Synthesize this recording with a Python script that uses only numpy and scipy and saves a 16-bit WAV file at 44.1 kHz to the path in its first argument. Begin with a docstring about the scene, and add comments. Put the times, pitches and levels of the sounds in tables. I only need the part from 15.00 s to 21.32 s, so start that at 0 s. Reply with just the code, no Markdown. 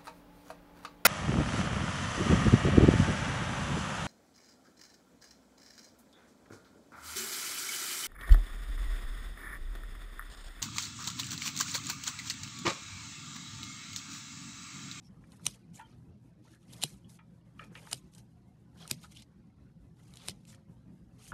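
"""A small room, close to the microphone: metal scissors make five cuts through a soft spongy lump.
Blade rasp is noise made of micro-slips; crushing is thousands of short rings from tearing cells.
Snaps and catches are noise bursts ringing blade resonances; knocks ring the modes of a hard surface.
Ventilation rumble, shaped noise, and a faint hum of three wavering tones run underneath."""
import sys
import numpy as np
from scipy import signal
from scipy.fft import rfft, irfft, next_fast_len
from scipy.io import wavfile
from scipy.ndimage import uniform_filter1d, map_coordinates

SR = 44100
rng = np.random.default_rng(int(sys.argv[2]) if len(sys.argv) > 2 else 0)


def dump_mix(stems):
    """Bounce the given channels to the path in sys.argv[1] as a 16-bit WAV at rate SR."""
    frames = np.atleast_2d(stems).T  # one column per channel
    limited = np.clip(frames, -1, 1)  # hard clip at full scale
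    pcm = np.round(limited * 32767).astype(np.int16)
    wavfile.write(sys.argv[1], SR, pcm)


N = 278712
TIME = np.arange(N) / SR  # seconds


def undb(db):
    """Decibels to gain."""
    return 10 ** (np.asarray(db) / 20)


def unit(x):
    """Scale to rms 1."""
    return x / np.sqrt(np.mean(x ** 2))


def peak_unit(x, size=66):
    """Scale a hit so that its loudest stretch of size samples has rms 1."""
    return x / np.sqrt(uniform_filter1d(x ** 2, size).max())


def add(out, start_s, x):
    """Mix x into out at start_s."""
    i = int(start_s * SR)
    out[i:i + len(x)] += x[:N - i]


def colour(x, points):
    """Shape x by a (Hz, dB) spectrum, straight lines over log frequency."""
    hz, db = np.transpose(points)
    f = np.maximum(np.fft.rfftfreq(len(x), 1 / SR), 1)
    gain = undb(np.interp(np.log(f), np.log(hz), db))
    return irfft(rfft(x) * gain, len(x))


def resonate(x, hz, width_hz):
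    """One resonance, gain 1 at its centre."""
    return signal.lfilter(*signal.iirpeak(hz, hz / width_hz, fs=SR), x)


def sine(hz, t):
    """Sine wave from phase zero."""
    return np.sin(2 * np.pi * hz * t)


def walk(rate_hz):
    """Slow random curve of rms 1: held random values, smoothed twice."""
    k = int(SR / rate_hz)
    steps = np.repeat(rng.standard_normal(N // k + 1), k)
    smooth = uniform_filter1d(uniform_filter1d(steps, k), k)
    return unit(smooth[:N])


def grains(rate_hz):
    """Tiny random clicks of unequal size, rms 1 overall."""
    sizes = rng.standard_normal(N)
    return unit(sizes * (rng.random(N) < rate_hz / SR))


def pops(low_hz, high_hz, cycles, spread_db, count):
    """Tiny cells tearing: count short rings, each with its own moment, pitch and size; rms 1 overall."""
    out = np.zeros(N)
    for when, pitch, strength, turn in rng.random((count, 4)):
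        hz = low_hz * (high_hz / low_hz) ** pitch
        age_cycles = np.arange(int(cycles * SR / hz)) * hz / SR
        decay = np.exp(-np.log(100) * age_cycles / cycles)
        ring = np.sin(2 * np.pi * (age_cycles + turn)) * decay
        add(out, when * N / SR, undb(spread_db * strength) * ring)
    return unit(out)


# Ventilation spectrum. Each row: frequency in Hz, relative density in dB per Hz.
AIR_SPECTRUM = [(15, -47.5), (28, -27), (50, -4.5), (75, -3.5), (100, -5), (135, -4.5), (165, 2), (200, -1),
                (260, -8), (335, -12.5), (440, -22), (800, -28), (1800, -40), (3500, -46), (12000, -47)]


def ventilation(count=72):
    """Rumble of shaped noise, split into narrow bands that swell and sink independently."""
    size = next_fast_len(N)
    air = rfft(colour(rng.standard_normal(size), AIR_SPECTRUM))
    f = np.maximum(np.fft.rfftfreq(size, 1 / SR), 1)
    place = np.interp(np.log(f), np.log([60, 6000]), [0, count - 1])
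    sway_db = np.interp(np.arange(count) / count, [.3, .5, .8, 1], [3.4, 4.8, 4.8, 2.5])
    rumble = np.zeros(N)
    for k in range(count):
        band = irfft(air * np.maximum(1 - abs(place - k), 0), size)[:N]
        rumble += band * undb(sway_db[k] * walk(24))
    return undb(-57.5) * unit(rumble)


# Steady tones. Each row: frequency in Hz, rms level in dB before wavering, rms level waver in dB.
HUM_TONES = [(120.2, -63.5, 1.5), (165.8, -70.5, 1.5), (534.5, -86, 5.5)]


def hum():
    """Sines whose level and phase wander slowly."""
    out = np.zeros(N)
    for hz, db, waver_db in HUM_TONES:
        gain = np.sqrt(2) * undb(db + waver_db * walk(12))
        phase = 2 * np.pi * hz * TIME + np.sqrt(hz / 300) * walk(8)
        out += gain * np.sin(phase)
    return out


def background():
    """Ventilation and hum, swelling together."""
    swell_db = 1.88  # rms
    return (ventilation() + hum()) * undb(swell_db * walk(22))


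ATTACK_S, SQUEEZE_ATTACK_S = 0.021, 0.06  # the blades sink in gently
RELEASE_TIME_CONSTANT_S = 0.006


def held(start_s, length_s, attack_s):
    """Stroke envelope: linear attack centred on the start, hold, exponential release."""
    attack = np.clip((TIME - start_s) / attack_s + .5, 0, 1)
    overtime_s = np.maximum(TIME - start_s - length_s, 0)
    return attack * np.exp(-overtime_s / RELEASE_TIME_CONSTANT_S)


def fade(age_s, db_per_s):
    """Gain that falls steadily in dB once age is above zero."""
    return undb(-db_per_s * np.maximum(age_s, 0))


# Rasp dB is total rasp; brightness is bright rasp over dull rasp.
REST_RASP_DB, REST_BRIGHT_DB, REST_CRUSH_DB = -88.5, -3.5, -84  # scissors never quite still in the hand
SQUEEZE_RISE_DB_PER_S, SLIDE_FADE_DB_PER_S = 46.5, 186  # hand presses harder; blades slow after the snap
RUSH_DB, RUSH_RISE_DB_PER_S, RUSH_BRIGHT_DB = -47.5, 559, 5.5  # edges speed up as the lump gives way
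SLIDE_CRUSH_DB, OPEN_CRUSH_DB = -14, -9.5  # crushing relative to rasp
# Cut faces peeling off the shut blades.
SETTLE_DB, SETTLE_FADE_DB_PER_S, SETTLE_BRIGHT_DB, SETTLE_CRUSH_DB = -71, 71.5, 0, -73
OPEN_SAG_DB_PER_S = 35
# Closing stroke around each snap, in snap order. Each row: squeeze length before the snap in seconds,
# its rasp in dB, brightness in dB, crushing in dB, slide length after it in seconds, its rasp in dB,
# brightness in dB.
CLOSING_STROKES = [(0.47, -72.5, 3.5, -78, 0.092, -49, 4), (0.16, -59.5, 3.5, -64, 0.2, -48.5, 8),
                   (0.2, -59, 5, -60, 0.071, -52.5, 9), (0.16, -65.5, 3, -62, 0.033, -57, -2),
                   (0.32, -62, 4.5, -63, 0.03, -49, -4)]
# Blades scraping open. Each row: start in seconds, length in seconds, rasp in dB, brightness in dB.
OPENING_STROKES = [(0.739, 0.082, -62.5, 8.5), (2.088, 0.084, -64, 10), (3.126, 0.04, -66, 10),
                   (3.173, 0.031, -64.5, 4), (4.144, 0.087, -60, -1), (5.472, 0.086, -63, 1.5)]
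# Blades pushing into the lump or dragging out. Each row: middle in seconds, half-power width in seconds,
# rasp in dB, brightness in dB, crushing in dB.
DRAG_SWELLS = [(0.051, 0.046, -76, 4, -93), (0.334, 0.071, -71.5, 11, -72.5), (.905, 0.069, -75.5, -4, -72),
               (1.469, 0.047, -73.5, -1, -75), (1.531, 0.041, -68.5, 4, -73), (1.631, 0.042, -77, 3, -78),
               (1.735, 0.028, -59.5, 8.5, -69), (2.625, 0.057, -69, 0, -60.5),
               (2.774, 0.038, -69.5, 16, -68), (3.824, 0.047, -62.5, -10.5, -68.5),
               (3.985, 0.083, -68, 1.5, -86), (4.041, 0.03, -60, 6, -61.5), (4.121, 0.024, -61.5, 2, -72),
               (6.218, 0.043, -66, 0, -72), (6.275, 0.062, -57.5, 10, -68.5)]


def movements():
    """Every move of the blades, as (envelope, rasp dB, brightness dB, crushing dB)."""
    yield np.ones(N), REST_RASP_DB, REST_BRIGHT_DB, REST_CRUSH_DB
    for (snap_s, *_), closing in zip(SNAP_EVENTS, CLOSING_STROKES):
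        squeeze_s, squeeze_db, squeeze_bright_db, crush_db, slide_s, slide_db, slide_bright_db = closing
        before_s, after_s = snap_s - TIME, TIME - snap_s
        squeeze = held(snap_s - squeeze_s, squeeze_s, SQUEEZE_ATTACK_S)
        squeeze = squeeze * fade(before_s, SQUEEZE_RISE_DB_PER_S)
        yield squeeze, squeeze_db, squeeze_bright_db, crush_db
        rush = (TIME < snap_s) * fade(before_s, RUSH_RISE_DB_PER_S)
        yield rush, RUSH_DB, RUSH_BRIGHT_DB, RUSH_DB + SLIDE_CRUSH_DB
        slide = held(snap_s, slide_s, ATTACK_S) * fade(after_s, SLIDE_FADE_DB_PER_S)
        yield slide, slide_db, slide_bright_db, slide_db + SLIDE_CRUSH_DB
        settle = (TIME > snap_s) * fade(after_s, SETTLE_FADE_DB_PER_S)
        yield settle, SETTLE_DB, SETTLE_BRIGHT_DB, SETTLE_CRUSH_DB
    for start_s, length_s, db, bright_db in OPENING_STROKES:
        scrape = held(start_s, length_s, ATTACK_S) * fade(TIME - start_s, OPEN_SAG_DB_PER_S)
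        yield scrape, db, bright_db, db + OPEN_CRUSH_DB
    for middle_s, width_s, db, bright_db, crush_db in DRAG_SWELLS:
        yield 1 / (1 + (abs(TIME - middle_s) / width_s * 1.56) ** 3), db, bright_db, crush_db


def effort():
    """Gains over time of dull rasp, bright rasp and crushing; the moves add in power."""
    power = np.zeros((3, N))
    for envelope, db, bright_db, crush_db in movements():
        dull = undb(db) / np.hypot(1, undb(bright_db))
        gains = [dull, dull * undb(bright_db), undb(crush_db)]
        power += np.outer(np.square(gains), envelope ** 2)
    return np.sqrt(power)


# Blade resonances. Each row: frequency in Hz, width in Hz, gain in dB.
BLADE_MODES = [(853, 150, -6), (1379, 220, -10), (1830, 140, -14.5), (2560, 220, -4.5), (3010, 160, 2),
               (4020, 590, 0), (5070, 200, -1), (5880, 190, -1), (7200, 620, 1), (8050, 300, -0.5),
               (8907, 310, 1), (9560, 200, -0.5), (10900, 260, -7), (10700, 200, -6.5)]


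def ring_blades(x):
    """Both blades as parallel resonances, damped by the hand and the lump."""
    return sum(undb(db) * resonate(x, hz, width_hz) for hz, width_hz, db in BLADE_MODES)


# Spectra of dull rasp, bright rasp and crushing. Each row: frequency in Hz, relative density in dB per Hz.
DULL_SPECTRUM = [(1200, -31), (2000, -4), (2900, -4), (4000, 2), (5300, 1.5), (6500, -7), (9000, -33)]
BRIGHT_SPECTRUM = [(4000, -34), (6000, -6), (7300, -5), (8900, -1.5), (10300, -2.5), (12000, -2.5)]
CRUSH_SPECTRUM = [(200, -10.5), (450, 0.5), (800, -1), (1300, 1.5), (2000, 3), (3200, -22), (6000, -35.5)]


def rasp(dull_gain, bright_gain):
    """Edge slides on edge in dense micro-slips, with cells crackling and popping against the blades."""
    slips = grains(12000) * undb(3 * walk(120))
    crackle = pops(low_hz=1995, high_hz=11880, cycles=86, spread_db=16.0, count=10000)
    edge = slips + undb(-12.0) * unit(ring_blades(slips)) + undb(0.5) * crackle
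    dull = dull_gain * unit(colour(edge, DULL_SPECTRUM))
    bright = bright_gain * unit(colour(edge, BRIGHT_SPECTRUM))
    crisp = undb(-12) * pops(low_hz=2406, high_hz=6550, cycles=120, spread_db=11, count=900)
    return dull + bright + np.hypot(dull_gain, bright_gain) * crisp


def crushing(crush_gain):
    """The lump tears unevenly: many small cells, and bigger ones bursting one by one."""
    tear_db, tears_hz = 4.5, 46
    fine = pops(low_hz=389.8, high_hz=3368, cycles=51, spread_db=11.5, count=9000)
    fine = unit(colour(fine, CRUSH_SPECTRUM))
    coarse = undb(-6) * pops(low_hz=792, high_hz=3610, cycles=52, spread_db=14.5, count=1300)
    return crush_gain * (unit(fine * undb(tear_db * walk(tears_hz))) + coarse)


def flakes():
    """Crumbs of the lump shift: faint short rings scattered throughout."""
    return undb(-88) * pops(low_hz=702, high_hz=3300, cycles=110, spread_db=10, count=160)


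# Rubbing that makes one resonance of a blade or the surface sing. Each row: middle in seconds,
# Gaussian sigma in seconds, frequency in Hz, bandwidth of each of two filter passes in Hz, level in dB.
RUB_EVENTS = [(0.058, 0.017, 5400, 420, -69), (0.764, 0.012, 7260, 1900, -59),
              (0.778, 0.0055, 2330, 450, -67), (0.803, 0.011, 1710, 450, -59.5),
              (0.804, .011, 2860, 1100, -66), (0.851, 0.012, 3110, 90, -67.5),
              (1.55, 0.024, 1730, 500, -71), (1.706, 0.0098, 3120, 313, -70),
              (2.615, .014, 1510, 1200, -66), (2.642, 0.021, 2450, 330, -63.5),
              (2.724, 0.009, 326, 200, -59.5), (2.722, 0.019, 1520, 900, -69.5),
              (2.772, 0.014, 2400, 1100, -55.5), (3.818, 0.019, 3250, 700, -63),
              (3.828, 0.021, 730, 160, -63), (4.05, 0.0078, 1430, 453, -61.5),
              (4.045, .014, 3900, 2000, -63.5), (4.171, .004, 3060, 500, -57.5),
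              (4.186, 0.011, 3550, 450, -62), (5.22, 0.046, 3500, 1900, -61.5),
              (5.25, 0.035, 1200, 1200, -69), (5.497, 0.014, 7600, 2000, -62.5),
              (6.262, 0.0065, 2994, 896, -66), (6.3, 0.014, 3180, 120, -70)]


def rubs():
    """Quick micro-slips feed one resonance for a moment; its pitch wanders with the contact."""
    slips_hz = 2300
    out = np.zeros(N)
    place = np.cumsum(1 + .003 * walk(45))  # wandering read position, samples
    for middle_s, sigma_s, hz, band_hz, db in RUB_EVENTS:
        ring = resonate(resonate(grains(slips_hz), hz, band_hz), hz, band_hz)
        ring = map_coordinates(ring, [place], order=3, mode="mirror") * undb(2.7 * walk(110))
        swell = np.exp(-.5 * ((TIME - middle_s) / sigma_s) ** 2)
        out += undb(db) * peak_unit(ring * swell, size=882)
    return out


# Soft low bumps of handling. Each row: start in seconds, level in dB, frequency in Hz,
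# decay time constant in seconds.
BUMP_EVENTS = [(0.091, -54.5, 181.2, 0.027), (1.12, -56, 130, 0.016), (2.695, -49.5, 173.5, 0.019),
               (3.79, -53, 161.8, 0.053), (3.962, -49.5, 167, 0.019), (4.761, -54.5, 175.6, 0.022),
               (5.545, -50.5, 123.5, 0.011), (6.002, -56, 173, 0.017)]


def bumps():
    """The lump and the hand bump dully on the table: low sines with a soft onset."""
    attack_s = 0.0091
    out = np.zeros(N)
    t = TIME[:SR // 3]
    for start_s, db, hz, decay_s in BUMP_EVENTS:
        thud = sine(hz, t) * np.exp(-t / decay_s) * (1 - np.exp(-t / attack_s))
        add(out, start_s, undb(db) * peak_unit(thud, size=441))
    return out


# Surface modes. Each row: frequency in Hz, gain in dB, t60 in seconds before a knock's length share.
SURFACE_MODES = [(674, -10, .12), (822, -1.5, .25), (895, 8.5, 0.35), (1020, -3.5, .2), (1260, 3, 0.32),
                 (1373, -0.5, .26), (1670, -0.5, 0.15), (1780, 0.5, 0.17), (1920, -3, 0.2),
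                 (2230, -2.5, .14), (2360, -1, .3), (2440, -0.5, 0.1), (2730, 0, 0.11), (2980, -2.5, 0.12),
                 (3302, -1, 0.17), (3640, -5, 0.1)]
# Knocks on the surface. Each row: start in seconds, reference level in dB, Hz that the contact favours,
# its spread in octaves, ring length as a share of t60.
KNOCK_EVENTS = [(0.238, -60, 1900, 0.58, 0.29), (0.396, -59, 1284, 0.43, 0.3),
                (0.789, -54, 830, 0.07, 0.34), (0.797, -44, 870, 0.079, 0.49),
                (0.794, -55.5, 1660, 0.28, 0.84), (0.805, -54, 1420, 0.051, 0.54),
                (0.795, -57.5, 2920, 0.35, 0.93), (1.4502, -61, 950, 0.3, 0.3),
                (1.469, -67, 1410, 0.13, 0.35), (1.534, -61.5, 1530, 0.16, .3),
                (2.045, -61.5, 3100, 0.099, 0.62), (2.189, -54, 1706, 0.87, 0.56),
                (2.593, -43, 1323, 0.13, 0.56), (2.595, -46.5, 1760, 0.092, 0.85),
                (2.593, -45, 2600, 0.26, .25), (2.616, -55, 2380, .06, .6),
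                (2.7527, -42.5, 2430, 0.97, 0.28), (2.763, -56, 1020, 0.21, .4),
                (2.871, -47.5, 1400, 0.9, 0.16), (3.825, -52.5, 3410, .15, .2),
                (3.8532, -49.5, 1475, 0.28, 0.15), (4.039, -53.5, 1330, .2, 0.32),
                (5.528, -58, 2300, 0.74, .12), (5.54, -60, 1590, 0.33, 0.11)]


def knocks(size=16384):
    """The hard surface clinks when the work bumps it; the contact decides which modes answer."""
    ring_db, scuff_db = -1.5, -8  # relative to the reference level
    out, t = np.zeros(N), np.arange(size) / SR
    hz, mode_db, t60_s = np.transpose(SURFACE_MODES)[:, :, None]
    for start_s, db, centre_hz, spread, length in KNOCK_EVENTS:
        weight = undb(mode_db) / (1 + (np.log2(hz / centre_hz) / spread) ** 4)
        # every mode is a close pair that beats, and wavers as the load on the surface shifts
        waver = np.cumsum(rng.standard_normal((len(hz), size)), axis=1) * .005
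        phase = 2 * np.pi * (hz * t + rng.random(hz.shape) + waver)
        twin = phase + 2 * np.pi * rng.uniform(21, 77, hz.shape) * t
        pairs = np.sin(phase) + 0.6 * np.sin(twin)
        ring = np.sum(weight * pairs * undb(-60 * t / (t60_s * length)), axis=0)
        ring = ring * (1 - np.exp(-t / .0012))
        scuff_decay = np.exp(-t / 0.0018) + undb(-3.0) * np.exp(-t / (0.024 * length))
        scuff = rng.standard_normal(size) * scuff_decay
        for _ in range(3):
            scuff = resonate(scuff, centre_hz, centre_hz * spread * 1.3)
        hit = undb(ring_db) * peak_unit(ring) + undb(scuff_db) * peak_unit(scuff)
        add(out, start_s, undb(db) * hit)
    return out


CONTACT_LEAD_S = .0014  # build-up of a contact before its peak
# Force of a steel contact. Each row: frequency in Hz, relative density in dB per Hz.
CONTACT_SPECTRUM = [(150, -15), (450, -5.5), (800, -4.5), (1350, -7.5), (1900, -4.5), (2500, -1), (3300, 2),
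                    (6500, 1.5), (12000, -1)]


def click(rings, contact_s, dry_db, size=2048):
    """Steel meets steel: short broadband chatter rings the blades; contact place favours rings (Hz, dB)."""
    t = np.arange(size) / SR
    burst = rfft(rng.standard_normal(size) * np.exp(-t / contact_s))
    # a hard contact holds every frequency about equally
    burst_power = abs(burst) ** 2
    chatter = irfft(burst / np.sqrt(burst_power + .1 * np.mean(burst_power)), size)
    chatter = np.roll(colour(chatter, CONTACT_SPECTRUM), int(CONTACT_LEAD_S * SR))
    chatter = peak_unit(chatter * np.exp(-(t / .012) ** 2))
    out = undb(-1.5) * peak_unit(ring_blades(chatter)) + undb(dry_db) * chatter
    for hz, db in rings:
        out = out + undb(db) * peak_unit(resonate(chatter, hz, width_hz=350))
    return peak_unit(out)


# Edges catching hard and slipping. Each row: time in seconds, reference level in dB (2.5 above the click),
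# ring in Hz, contact decay in seconds.
CATCH_EVENTS = [(0.32, -55, 4240, 0.002), (0.4555, -36.5, 6400, 0.00085), (0.4644, -30, 6000, .001),
                (0.483, -45, 4570, 0.0018), (0.744, -58.5, 3100, .002), (0.7593, -56, 6900, .002),
                (0.768, -61, 3900, .002), (0.78, -57, 4150, .002), (1.48, -68, 3600, 0.00086),
                (1.518, -66, 4050, .002), (1.548, -60, 2400, .001), (1.629, -65, 2880, .001),
                (1.735, -44.5, 3720, 0.001), (1.8175, -41.5, 3100, 0.0025), (1.8248, -30.5, 3160, 0.0012),
                (1.8295, -29, 3770, 0.00058), (1.841, -36, 3308, .001), (2.095, -59, 5120, 0.0019),
                (2.9134, -39, 7150, 0.002), (2.924, -45, 3180, 0.0018), (2.942, -45, 4840, 0.0033),
                (3.1375, -56, 5450, .002), (3.1491, -51.5, 7900, 0.0026), (3.1815, -52.5, 5380, 0.0022),
                (3.8774, -39.5, 9180, 0.00087), (3.8988, -41.5, 5500, 0.0039),
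                (3.9117, -24.5, 4820, 0.00056), (3.929, -47, 4100, 0.0023), (4.032, -57, 2300, .002),
                (4.121, -54, 5500, 0.0018), (4.1717, -48, 3000, 0.002), (4.198, -56, 3600, .0015),
                (4.2219, -49.5, 4070, 0.0027), (5.1380, -49, 3930, 0.0015), (5.1573, -50.5, 6750, 0.00064),
                (5.1712, -44, 3800, 0.00095), (5.219, -59, 3920, .0015), (5.2797, -43, 8300, .0012),
                (5.2964, -36.5, 4360, 0.0013), (5.452, -55.5, 2620, 0.0024), (5.511, -59.5, 3700, .001),
                (5.547, -57.5, 2980, 0.0023)]
# Light catches: least level over the rasp, range above it, ring range.
TICK_DB, TICK_SPREAD_DB, TICK_LOW_HZ, TICK_HIGH_HZ = -1, 3.5, 1898, 6900


def catches(rasp_gain, count=200):
    """Ticks where the edges stick and let go: hard ones, and light random ones as loud as the rasp allows."""
    out = np.zeros(N)
    for at_s, db, ring_hz, contact_s in CATCH_EVENTS:
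        tick = click([(ring_hz, -2)], contact_s, dry_db=-2.5)
        add(out, at_s - CONTACT_LEAD_S, undb(db - 2.5) * tick)
    for when, strength, place in rng.random((count, 3)):
        gain = rasp_gain[int(when * N)] * undb(TICK_DB + TICK_SPREAD_DB * strength)
        ring_hz = TICK_LOW_HZ * (TICK_HIGH_HZ / TICK_LOW_HZ) ** place
        add(out, when * N / SR, gain * click([(ring_hz, -2)], contact_s=0.002, dry_db=-4.5))
    return out


# Last of the lump tearing, in snap order. Each row: level in dB, build-up time constant in seconds.
PARTING_RIPS = [(-44.5, 0.0018), (-41.5, .003), (-39.5, 0.0045), (-39.5, 0.0062), (-44, 0.0036)]


def partings(size=1024):
    """The last bridge of the lump rips with a dull, growing crunch that ends in the snap."""
    out, age_s = np.zeros(N), np.arange(size) / SR
    for (snap_s, *_), (db, build_s) in zip(SNAP_EVENTS, PARTING_RIPS):
        rip = colour(rng.standard_normal(size), CRUSH_SPECTRUM) * np.exp(-age_s / build_s)[::-1]
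        add(out, snap_s - size / SR + CONTACT_LEAD_S, undb(db) * peak_unit(rip))
    return out


# Blades snapping shut. Each row: time in seconds, reference level in dB, hollow body in Hz, its level in dB
# over the reference, treble tilt in dB per octave, lag of the handles in seconds, slap in dB, thump in dB,
# thump in Hz.
SNAP_EVENTS = [(0.466, -18.5, 923, -14, -1.5, 0.0021, -50, -49, 128.7),
               (1.8366, -18.5, 780, -7.5, -0.5, 0.0053, -44.5, -33.5, 147.1),
               (2.93, -23.5, 700, -13.5, -2.5, .004, -48, -39, 131.4),
               (3.9126, -22.5, 751, -18.5, 0, .0027, -31, -33.5, 138.7),
               (5.285, -26.5, 1100, -8.5, -1, 0.0026, -45, -38, 119.4)]
# Rings favoured by where the edges meet, one list a snap. Each row: frequency in Hz, gain in dB.
SNAP_RING_LISTS = [
    [(1230, -12), (2450, -11.5), (2880, -9.5), (3900, -9.5), (6020, 2.5), (7550, -9), (8900, -1.5)],
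    [(2880, -7), (3930, -2), (7330, -7), (9680, -4)],
    [(2960, -12.5), (4970, 0), (7240, -4), (9050, 1.5)],
    [(2480, -6.5), (4150, -5.5), (4980, -2.5), (6950, -8), (7930, -4.5), (11550, -1)],
    [(1150, -13), (2300, -11), (3830, -6), (5310, -6), (8500, -6), (9750, -8)],
]


def handles(slap_db, thump_db, thump_hz, t):
    """The handles meet against the fingers: a short slap, a low boom and a rattle of filtered noise."""
    slap_hz, slap_decay_s = 208, 0.003
    slap = sine(slap_hz, t) * np.exp(-t / slap_decay_s)
    boom = sine(thump_hz, t) * np.exp(-t / .016) * (1 - np.exp(-t / 0.003))
    rattle = rng.standard_normal(len(t)) * np.exp(-t / 0.008)
    for _ in range(2):
        rattle = resonate(rattle, hz=290.0, width_hz=230)
    return undb(slap_db) * slap + undb(thump_db) * (boom + undb(-9.5) * peak_unit(rattle))


def snaps(size=8192, lead_size=512):
    """Each cut speeds up into a crack of the blades and a hollow tock; then the handles slap and thump."""
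    out, t = np.zeros(N), np.arange(size) / SR
    octaves = np.log2(np.maximum(np.fft.rfftfreq(size, 1 / SR), 500) / 5000)
    for event, rings in zip(SNAP_EVENTS, SNAP_RING_LISTS):
        snap_s, db, body_hz, body_db, tilt_db, lag_s, slap_db, thump_db, thump_hz = event
        crack = click(rings, contact_s=.001, dry_db=-9)
        crack = irfft(rfft(crack, size) * undb(tilt_db * octaves))[:size // 2]
        add(out, snap_s - CONTACT_LEAD_S, undb(db - 1.5) * peak_unit(crack))
        # the lump gives way and the edges run together ever faster
        run = unit(ring_blades(rng.standard_normal(lead_size)))
        run = run * np.exp(-t[:lead_size] / 0.0049)[::-1]
        add(out, snap_s - lead_size / SR, undb(db - 20) * run)
        tock = sine(body_hz, t) * np.exp(-t * body_hz)  # time constant: one cycle
        add(out, snap_s, undb(db + body_db) * tock)
        add(out, snap_s + lag_s, handles(slap_db, thump_db, thump_hz, t))
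    # the scissors are too small to give off deeper bass
    bass_cut = signal.butter(2, 75, "high", fs=SR, output="sos")
    return signal.sosfilt(bass_cut, out)


# Lightly damped rings of the free blade tips. Each row: frequency in Hz, width in Hz, gain in dB.
TIP_MODES = [(2620, 30, -11), (2940, 31, -8), (3264, 31, 0), (3640, 35, -7), (4020, 19, -9),
             (4980, 17, -7.5), (6570, 220, -4.5), (8440, 30, -4), (8900, 57, -7)]


def tips(steel):
    """Whatever shakes the blades makes their free tips sing."""
    return sum(undb(db) * resonate(steel, hz, width_hz) for hz, width_hz, db in TIP_MODES)


def room(x, t60_s, wet_db, size=22050):
    """A small room: a diffuse noise tail that starts a few milliseconds late."""
    t = np.arange(size) / SR
    onset = np.clip(t / 0.0064 - 1, 0, 1)
    tail = rng.standard_normal(size) * undb(-60 * t / t60_s) * onset
    return x + undb(wet_db) * signal.fftconvolve(x, tail / np.linalg.norm(tail))[:N]


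def scene():
    """Scissors, lump and surface in the room, over bumps and background."""
    dull, bright, crush = effort()
    steel = snaps() + partings() + catches(np.hypot(dull, bright))
    steel = steel + rasp(dull, bright) + crushing(crush)
    close = steel + tips(steel) + knocks() + rubs() + flakes()
    return (room(close, t60_s=0.056, wet_db=-23.5) + bumps() + background())[None]


def record(dry):
    """The recorder cuts the top steeply."""
    top_hz = 12250
    return signal.sosfilt(signal.ellip(10, .2, 70, top_hz, fs=SR, output="sos"), dry)


dry = scene()
out = record(dry)
dump_mix(out)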